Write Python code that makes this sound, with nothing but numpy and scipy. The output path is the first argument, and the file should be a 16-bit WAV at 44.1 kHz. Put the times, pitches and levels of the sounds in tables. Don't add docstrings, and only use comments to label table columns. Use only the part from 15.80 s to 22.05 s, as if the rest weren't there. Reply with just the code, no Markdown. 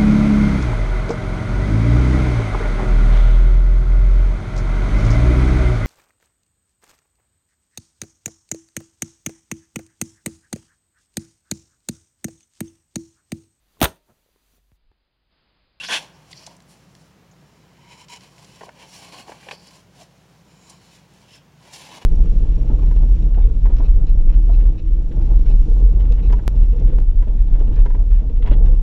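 import sys
import numpy as np
from scipy import signal
from scipy.fft import rfft, irfft, next_fast_len
from scipy.io import wavfile

SR = 44100
rng = np.random.default_rng(int(sys.argv[2]) if len(sys.argv) > 2 else 0)


def master(y):
    cut = np.clip(np.atleast_2d(y).T, -1, 1)
    pcm = np.round(cut * 32767)
    wavfile.write(sys.argv[1], SR, pcm.astype(np.int16))


N = 275625


def from_db(db):
    return 10 ** (np.asarray(db) / 20)


def unit_rms(x):
    return x / np.sqrt(np.mean(x ** 2) + 1e-20)


def in_time(rows):
    time_s, *columns = np.transpose(rows)
    return [np.interp(np.arange(N) / SR, time_s, column) for column in columns]


def band(x, low_hz, high_hz, order=2):
    low = np.clip(low_hz, 20, 14000)
    high = np.clip(high_hz, 1.05 * low, 19000)
    return signal.sosfilt(signal.butter(order, [low, high], "band", fs=SR, output="sos"), x + 1e-18)


def coloured(x, spectrum):
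    hz, db = np.transpose(spectrum)
    size = next_fast_len(N)
    bins_hz = np.maximum(np.fft.rfftfreq(size, 1 / SR), 1)
    gain = from_db(np.interp(np.log(bins_hz), np.log(hz), db))
    return unit_rms(irfft(rfft(x, size) * gain, size)[:N])


def resonance(x, hz, width_hz):
    r = np.exp(-np.pi * width_hz / SR)
    poles = [1, -2 * r * np.cos(2 * np.pi * hz / SR), r * r]
    return signal.lfilter(np.array([1, 0, -1]) * (1 - r * r) / 2, poles, x)


def shaped(x, bumps):
    for hz, width_hz, db in bumps:
        height, damping = from_db(db / 2), np.pi * width_hz / SR
        turn = -2 * np.cos(2 * np.pi * hz / SR)
        zeros = [1 + damping * height, turn, 1 - damping * height]
        poles = [1 + damping / height, turn, 1 - damping / height]
        x = signal.lfilter(zeros, poles, x + 1e-18)
    return x


def drift(turns_per_s):
    knots = rng.standard_normal(N)
    return unit_rms(np.interp(np.arange(N) * min(turns_per_s / SR, 1), np.arange(N), knots))


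def swells(crest_s, rise_s, fall_s, db, shape=1.54):
    t = np.arange(0, N + 40, 40) / SR
    late_s = t[:, None] - crest_s
    away = np.abs(late_s / np.where(late_s < 0, rise_s, fall_s))
    power = np.sum((from_db(db) * np.exp(-away ** shape)) ** 2, axis=1)
    return np.interp(np.arange(N) / SR, t, np.sqrt(power))


def friction(slips_per_s, spread_db, clump_db, clumps_per_s):
    slips = (rng.random(N) < slips_per_s / SR) * rng.choice([-1, 1], N)
    sizes = from_db(spread_db * np.minimum(rng.exponential(1, N), 4))
    return unit_rms(slips * sizes * from_db(clump_db * drift(clumps_per_s)))


# pitch_hz, level_db
MOTOR_TONES = [(59.2, -66.5), (177.6, -65)]
# frequency_hz, gain_db
DUCT_SPECTRUM = [(25, -33), (45, -15), (60, -19), (80, -6.5), (110, -3), (150, 2.5), (190, -0.5),
                 (220, -12), (300, -21.5), (500, -41)]
ROOM_TONE_SPECTRUM = [(40, -32), (150, -4.5), (280, -5.5), (500, -8), (800, -11), (1000, -13.5),
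                      (1700, -16), (4200, -23.5), (6500, -25.5), (8500, -34), (12000, -37.5), (15800, -39)]


def ventilation(rumble_db=-55.5, hiss_db=-58):
    t = np.arange(N) / SR
    hum = sum(from_db(db) * np.sqrt(2) * np.sin(2 * np.pi * hz * t + 0.23 * drift(2.9))
              for hz, db in MOTOR_TONES)
    rumble = from_db(rumble_db) * coloured(rng.standard_normal(N), DUCT_SPECTRUM)
    hiss = from_db(hiss_db) * coloured(rng.standard_normal(N), ROOM_TONE_SPECTRUM)
    return hum + rumble + hiss


def room(x, level_db=-23, low_t60_s=0.66, treble_t60_s=0.39):
    t = np.arange(SR // 2) / SR
    low = band(rng.standard_normal(len(t)), 130, 1440) * from_db(-60 * t / low_t60_s)
    treble = band(rng.standard_normal(len(t)), 2700, 6800) * from_db(-60 * t / treble_t60_s)
    tail = (low + 0.95 * treble) * np.clip(t / 0.0009, 0, 1)
    return from_db(level_db) * signal.fftconvolve(x, tail / np.linalg.norm(tail))[:N]


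# centre_hz, width_hz, gain_db
TABLE_BANDS = [(1090, 130, 2.5), (1292, 184, -18), (3730, 360, -5), (4480, 270, 1), (4890, 210, -3.5),
               (6490, 270, -2), (7360, 260, 2), (8070, 620, -2.5), (9660, 280, 4.5)]


def table_reflections(x):
    return shaped(x, TABLE_BANDS)


# crest_s, rise_s, fall_s, level_db, centre_hz, width_hz
LIGHT_SKIMS = [(.35, 0.016, 0.028, -61, 5350, 600), (.6, 0.054, .09, -49.5, 5000, 1400),
               (.91, 0.027, 0.031, -60, 9000, 4500), (3.14, 0.051, .07, -54, 5550, 520),
               (3.39, 0.1, .06, -52, 4320, 450), (3.726, 0.016, 0.048, -48.5, 4800, 900),
               (3.87, .07, 0.044, -55.5, 4800, 850), (4.22, 0.028, .016, -49, 725, 180),
               (4.87, 0.096, .04, -60, 7000, 800), (5.1, 0.22, .08, -65, 4200, 500),
               (5.545, 0.07, 0.052, -53, 2970, 600), (5.55, 0.043, 0.031, -50.5, 5230, 330)]


def skims():
    grain = friction(slips_per_s=18000, spread_db=6.0, clump_db=2.5, clumps_per_s=120)
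    return sum(swells(crest, rise, fall, db) * unit_rms(band(grain, hz - width / 2, hz + width / 2))
               for crest, rise, fall, db, hz, width in LIGHT_SKIMS)


# frequency_hz, gain_db
RUB_SPECTRUM = [(120, -39), (200, -1), (211, -1), (430, -16), (665, -8), (1050, -5), (1280, -5), (2850, -4),
                (3550, -4.5), (5590, -7), (7350, -8.5), (8200, -14.5), (9660, -13.5), (12200, -23.5),
                (15500, -26)]
# pitch_hz, width_hz, gain_db
STACK_MODES = [(440, 41, -10), (957, 56, 6.5), (2240, 200, -6.5), (2480, 96, -1), (3027, 103, -3),
               (3940, 130, -1.5), (5100, 370, -10.5), (5540, 120, -2.5), (7070, 550, -12.5),
               (9700, 900, -16.5)]
# crest_s, rise_s, fall_s, level_db, brightness_db
FINGER_PUSHES = [(1.72, .17, 0.33, -66, 2), (2.07, .11, 0.044, -52.5, -8.5),
                 (2.126, 0.036, 0.033, -43.5, -4.5), (2.213, 0.048, 0.024, -46.5, -0.5),
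                 (2.245, 0.018, .008, -49, -3), (2.3, 0.01, 0.034, -46.5, 4.5),
                 (2.333, 0.018, .025, -37.5, -0.5), (2.373, 0.027, 0.0073, -43, -6),
                 (4.72, 0.052, 0.077, -60.5, 3), (4.9, 0.096, 0.084, -57, 6), (5.11, 0.14, 0.14, -60.5, 2)]


def finger_on_edge(plain_rub_db=-7.5):
    crest, rise, fall, level_db, bright_db = np.transpose(FINGER_PUSHES)
    grain = friction(slips_per_s=6700, spread_db=3.0, clump_db=0.35, clumps_per_s=110)
    ring = sum((-1) ** k * from_db(db) * resonance(grain, hz, width)
               for k, (hz, width, db) in enumerate(STACK_MODES))
    stack = unit_rms(unit_rms(ring) + from_db(plain_rub_db) * coloured(grain, RUB_SPECTRUM))
    treble = signal.sosfiltfilt(signal.butter(2, 3500, "high", fs=SR, output="sos"), stack)
    return (swells(crest, rise, fall, level_db) * (stack - treble)
            + swells(crest, rise, fall, level_db + bright_db) * treble)


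# time_s, pitch_hz, level_db, pitch_jitter_share
SQUEAK_CURVE = [(0, 2720, -33.5, .02), (.016, 2700, -32, .02), (.023, 3400, -42, 0.05),
                (.033, 2950, -45, 0.086), (.043, 5600, -43, 0.13), (.057, 4800, -40.5, 0.12),
                (.075, 4800, -36, 0.19), (.095, 6400, -45, 0.15), (.11, 4900, -100, .14)]


def squeak(octave_db=-23, flutter_db=2.0):
    pitch_hz, level_db, jitter = in_time(SQUEAK_CURVE)
    phase = 2 * np.pi * np.cumsum(pitch_hz * (1 + jitter * drift(1800))) / SR
    tone = np.sin(phase) + from_db(octave_db) * np.sin(2 * phase)
    return from_db(level_db + flutter_db * drift(372)) * unit_rms(tone)


# time_s, level_db, rattle_relative_db
SCRAPE_CURVE = [(0, -40, -4), (.05, -32, 2), (.08, -42, -21), (.086, -32, 9.5), (.119, -21, 2),
                (.146, -19.5, 1.5), (.175, -23, -2), (.198, -39, -15), (.25, -81, 0)]
# frequency_hz, gain_db
SCRAPE_SPECTRUM = [(110, -57), (200, -18.5), (260, -11.5), (500, -7), (950, -5), (1600, -3), (2700, -2),
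                   (4000, -7.5), (5500, -9), (7300, -16), (8500, -19.5), (10000, -18.5), (12500, -36),
                   (15500, -39)]
# centre_hz, width_hz, gain_db
SCRAPED_LEAF_BANDS = [(400, 104, -11.5), (643, 70, -7), (760, 89, 1), (1510, 150, 9.5), (2100, 480, -4),
                      (2670, 250, 3.5), (3460, 580, 7.5), (5000, 1000, -2.5)]


def scrape():
    level_db, rattle_db = in_time(SCRAPE_CURVE)
    grain = friction(slips_per_s=14000, spread_db=2.1, clump_db=0.5, clumps_per_s=500)
    sheet = unit_rms(shaped(coloured(grain, SCRAPE_SPECTRUM), SCRAPED_LEAF_BANDS))
    rattle = signal.sosfiltfilt(signal.butter(2, 1900, fs=SR, output="sos"), sheet)
    sliding = np.arange(N) < SCRAPE_CURVE[-1][0] * SR
    return from_db(level_db) * (sheet + (from_db(rattle_db) - 1) * rattle) * sliding


# start_s, level_db, low_hz, high_hz, length_s
BUCKLES = [(0.036, -31, 1800, 4230, 0.0024), (0.048, -28, 1140, 3000, 0.0019),
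           (.146, -23, 600, 5000, 0.0018), (.513, -47.5, 2500, 9000, 0.015),
           (.529, -43.5, 1870, 2180, .0042), (.5295, -36.5, 3150, 4600, 0.004),
           (0.665, -37.5, 3100, 8100, .0076), (.673, -41, 490, 1110, 0.0064),
           (.766, -51.5, 5000, 11000, .0033), (0.803, -52.5, 700, 6500, 0.0038),
           (.823, -54, 6000, 12000, .002), (1.151, -46, 1500, 6800, 0.0024),
           (1.512, -59.5, 6100, 7000, 0.011), (2.284, -47, 1800, 6500, .006),
           (2.361, -43.5, 4000, 9200, .0034), (2.37, -49, 2000, 8000, .003), (2.408, -48, 2000, 6000, .004),
           (2.581, -46.5, 600, 5000, 0.0026), (2.645, -49, 3000, 7440, .0071),
           (2.809, -38, 298, 1200, 0.014), (2.8337, -34.5, 290, 880, 0.0052), (2.866, -46, 400, 1100, 0.01),
           (2.8835, -42, 330, 900, 0.0073), (2.8905, -36.5, 450, 1500, .0055),
           (3.323, -42, 500, 4800, 0.0056), (3.385, -37, 2350, 3000, 0.0019),
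           (3.481, -38.5, 380, 1410, 0.0067), (3.493, -34, 350, 775, 0.0047),
           (3.519, -35.5, 400, 1290, 0.0079), (3.63, -46.5, 700, 2500, .006), (3.666, -42, 380, 796, .008),
           (3.6845, -36.5, 400, 1000, 0.0077), (3.687, -34, 1400, 2930, .005),
           (3.711, -30, 550, 3140, 0.0094), (3.729, -40.5, 420, 1000, 0.0074),
           (3.871, -50, 6000, 11000, 0.0025), (4.232, -53, 5000, 9000, .004),
           (4.897, -44, 4000, 9700, 0.012), (5.336, -58, 7100, 12000, .003)]


def buckles(crack_db=-19, tail_db=-20, tail_s=0.032, first_slip=0.19, soft_hz=9000):
    out, t = np.zeros(N + SR), np.arange(SR // 8) / SR
    for start_s, level_db, low_hz, high_hz, length_s in BUCKLES:
        decay = np.exp(-(t / length_s) ** 2) + from_db(tail_db) * np.exp(-t / tail_s)
        run = np.sign(rng.standard_normal(len(t))) * decay
        slips = run / np.linalg.norm(run) + first_slip * (t == 0)
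        fold = unit_rms(band(slips, low_hz, high_hz))
        crack = unit_rms(band(slips, low_hz / 2, 2 * high_hz, order=1))
        gain = from_db(level_db) * np.sqrt(length_s / t[-1])
        at = int(start_s * SR)
        out[at:at + len(t)] += gain * (fold + from_db(crack_db) * crack)
    return band(out[:N], 93, soft_hz)


def curved_leaf(x, delay_s=0.0022, sway_s=0.000397, share=0.29, sways_per_s=3.0):
    n = np.arange(N)
    lag_s = delay_s + sway_s * drift(sways_per_s)
    return x + share * np.interp(n - lag_s * SR, n, x)


# centre_hz, width_hz, gain_db
FIRST_LEAF_BANDS = [(520, 120, 4), (1850, 410, -4.5), (2280, 410, 4), (2900, 420, 3), (3570, 300, -4),
                    (4300, 230, 0.5), (5560, 450, 2.5), (6340, 400, -3)]
SECOND_LEAF_BANDS = [(680, 61, 1), (900, 120, 0.5), (1500, 220, 0), (2330, 200, 3), (2640, 200, 2),
                     (2910, 170, 4.5), (3770, 100, 8), (5400, 200, 2.5)]
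# flex_db, rasp_db, hiss_db
RESTING_HAND = [-70, -76.5, -75]
# crest_s, rise_s, fall_s, rasp_db, flex_relative_db, hiss_relative_db
PAGE_STROKES = [(0.194, 0.016, 0.067, -49, 5, 0), (.37, 0.041, 0.24, -65.5, 6.5, -1),
                (.52, 0.057, 0.018, -59.5, -2, 3), (.6, 0.061, 0.097, -57, 1, 2),
                (.715, 0.062, .045, -62, 8.5, 0.5), (.92, 0.044, 0.067, -65, 4, 5),
                (1.02, 0.058, 0.063, -70, 8, 3), (1.23, 0.18, 0.082, -75, -5, 10.5),
                (2.44, .04, 0.045, -54.5, -2.5, -2), (2.61, 0.12, 0.12, -61.5, 6, 4),
                (2.74, 0.11, 0.16, -57, -5, -0.5), (2.85, 0.033, .018, -54.5, 3, 0.5),
                (3.025, 0.057, 0.042, -50, 1, -4), (3.145, 0.063, 0.081, -51.5, 0, 4.5),
                (3.245, 0.054, 0.069, -50, 2, 0.5), (3.335, 0.013, 0.019, -46, 5, -2),
                (3.4, 0.059, 0.034, -47.5, 2.5, -0.5), (3.5, 0.042, 0.062, -53.5, 7.5, 1),
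                (3.65, 0.089, 0.052, -51.5, -2, -4), (3.734, 0.061, .025, -50.5, 3, -1.5),
                (3.87, 0.084, 0.077, -57.5, 0.5, 2.5), (3.96, 0.048, 0.052, -60, 5, 5),
                (4.215, 0.064, 0.032, -57, 2, 3.5), (4.52, 0.37, 0.28, -77, 4, 8.5),
                (4.915, .05, 0.042, -70, 16, 9), (5.055, 0.054, .035, -66.5, 0, 6),
                (5.145, 0.036, 0.049, -59.5, -7, 3), (5.42, 0.14, 0.044, -64, 1, 2),
                (5.56, 0.066, .022, -56.5, -4, 1.5), (5.88, 0.071, 0.08, -56.5, 4.5, 0),
                (5.945, 0.021, 0.058, -48.5, 0, 6), (6.03, 0.088, 0.11, -51, 0.5, 0.5),
                (6.165, 0.084, 0.029, -46.5, 4.5, -2), (6.224, 0.017, 0.014, -48, 4.5, -6.5)]


def turning_pages(second_leaf_s=4.1):
    crest, rise, fall, rasp_db, flex_db, hiss_db = np.transpose(PAGE_STROKES)
    grain = friction(slips_per_s=12000, spread_db=3.0, clump_db=1.0, clumps_per_s=110)
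    rustle = curved_leaf(coloured(grain, RUB_SPECTRUM))
    on_first_leaf = np.arange(N) < second_leaf_s * SR
    leaf = np.where(on_first_leaf, shaped(rustle, FIRST_LEAF_BANDS), shaped(rustle, SECOND_LEAF_BANDS))
    layers = [(rasp_db + flex_db, 260, 1180), (rasp_db, 1450, 3800), (rasp_db + hiss_db, 4000, 15500)]
    out = np.zeros(N)
    for (level_db, low_hz, high_hz), resting_db in zip(layers, RESTING_HAND):
        gain = np.hypot(swells(crest, rise, fall, level_db), from_db(resting_db))
        out += gain * unit_rms(band(leaf, low_hz, high_hz, order=4))
    return out


def scene():
    paper = scrape() + turning_pages() + skims() + finger_on_edge() + buckles()
    close = table_reflections(paper) + squeak()
    return (close + room(close) + ventilation())[None]


def record(dry, cutoff_hz=15900):
    return signal.sosfilt(signal.ellip(10, 0.2, 70, cutoff_hz, fs=SR, output="sos"), dry)


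dry = scene()
out = record(dry)
master(out)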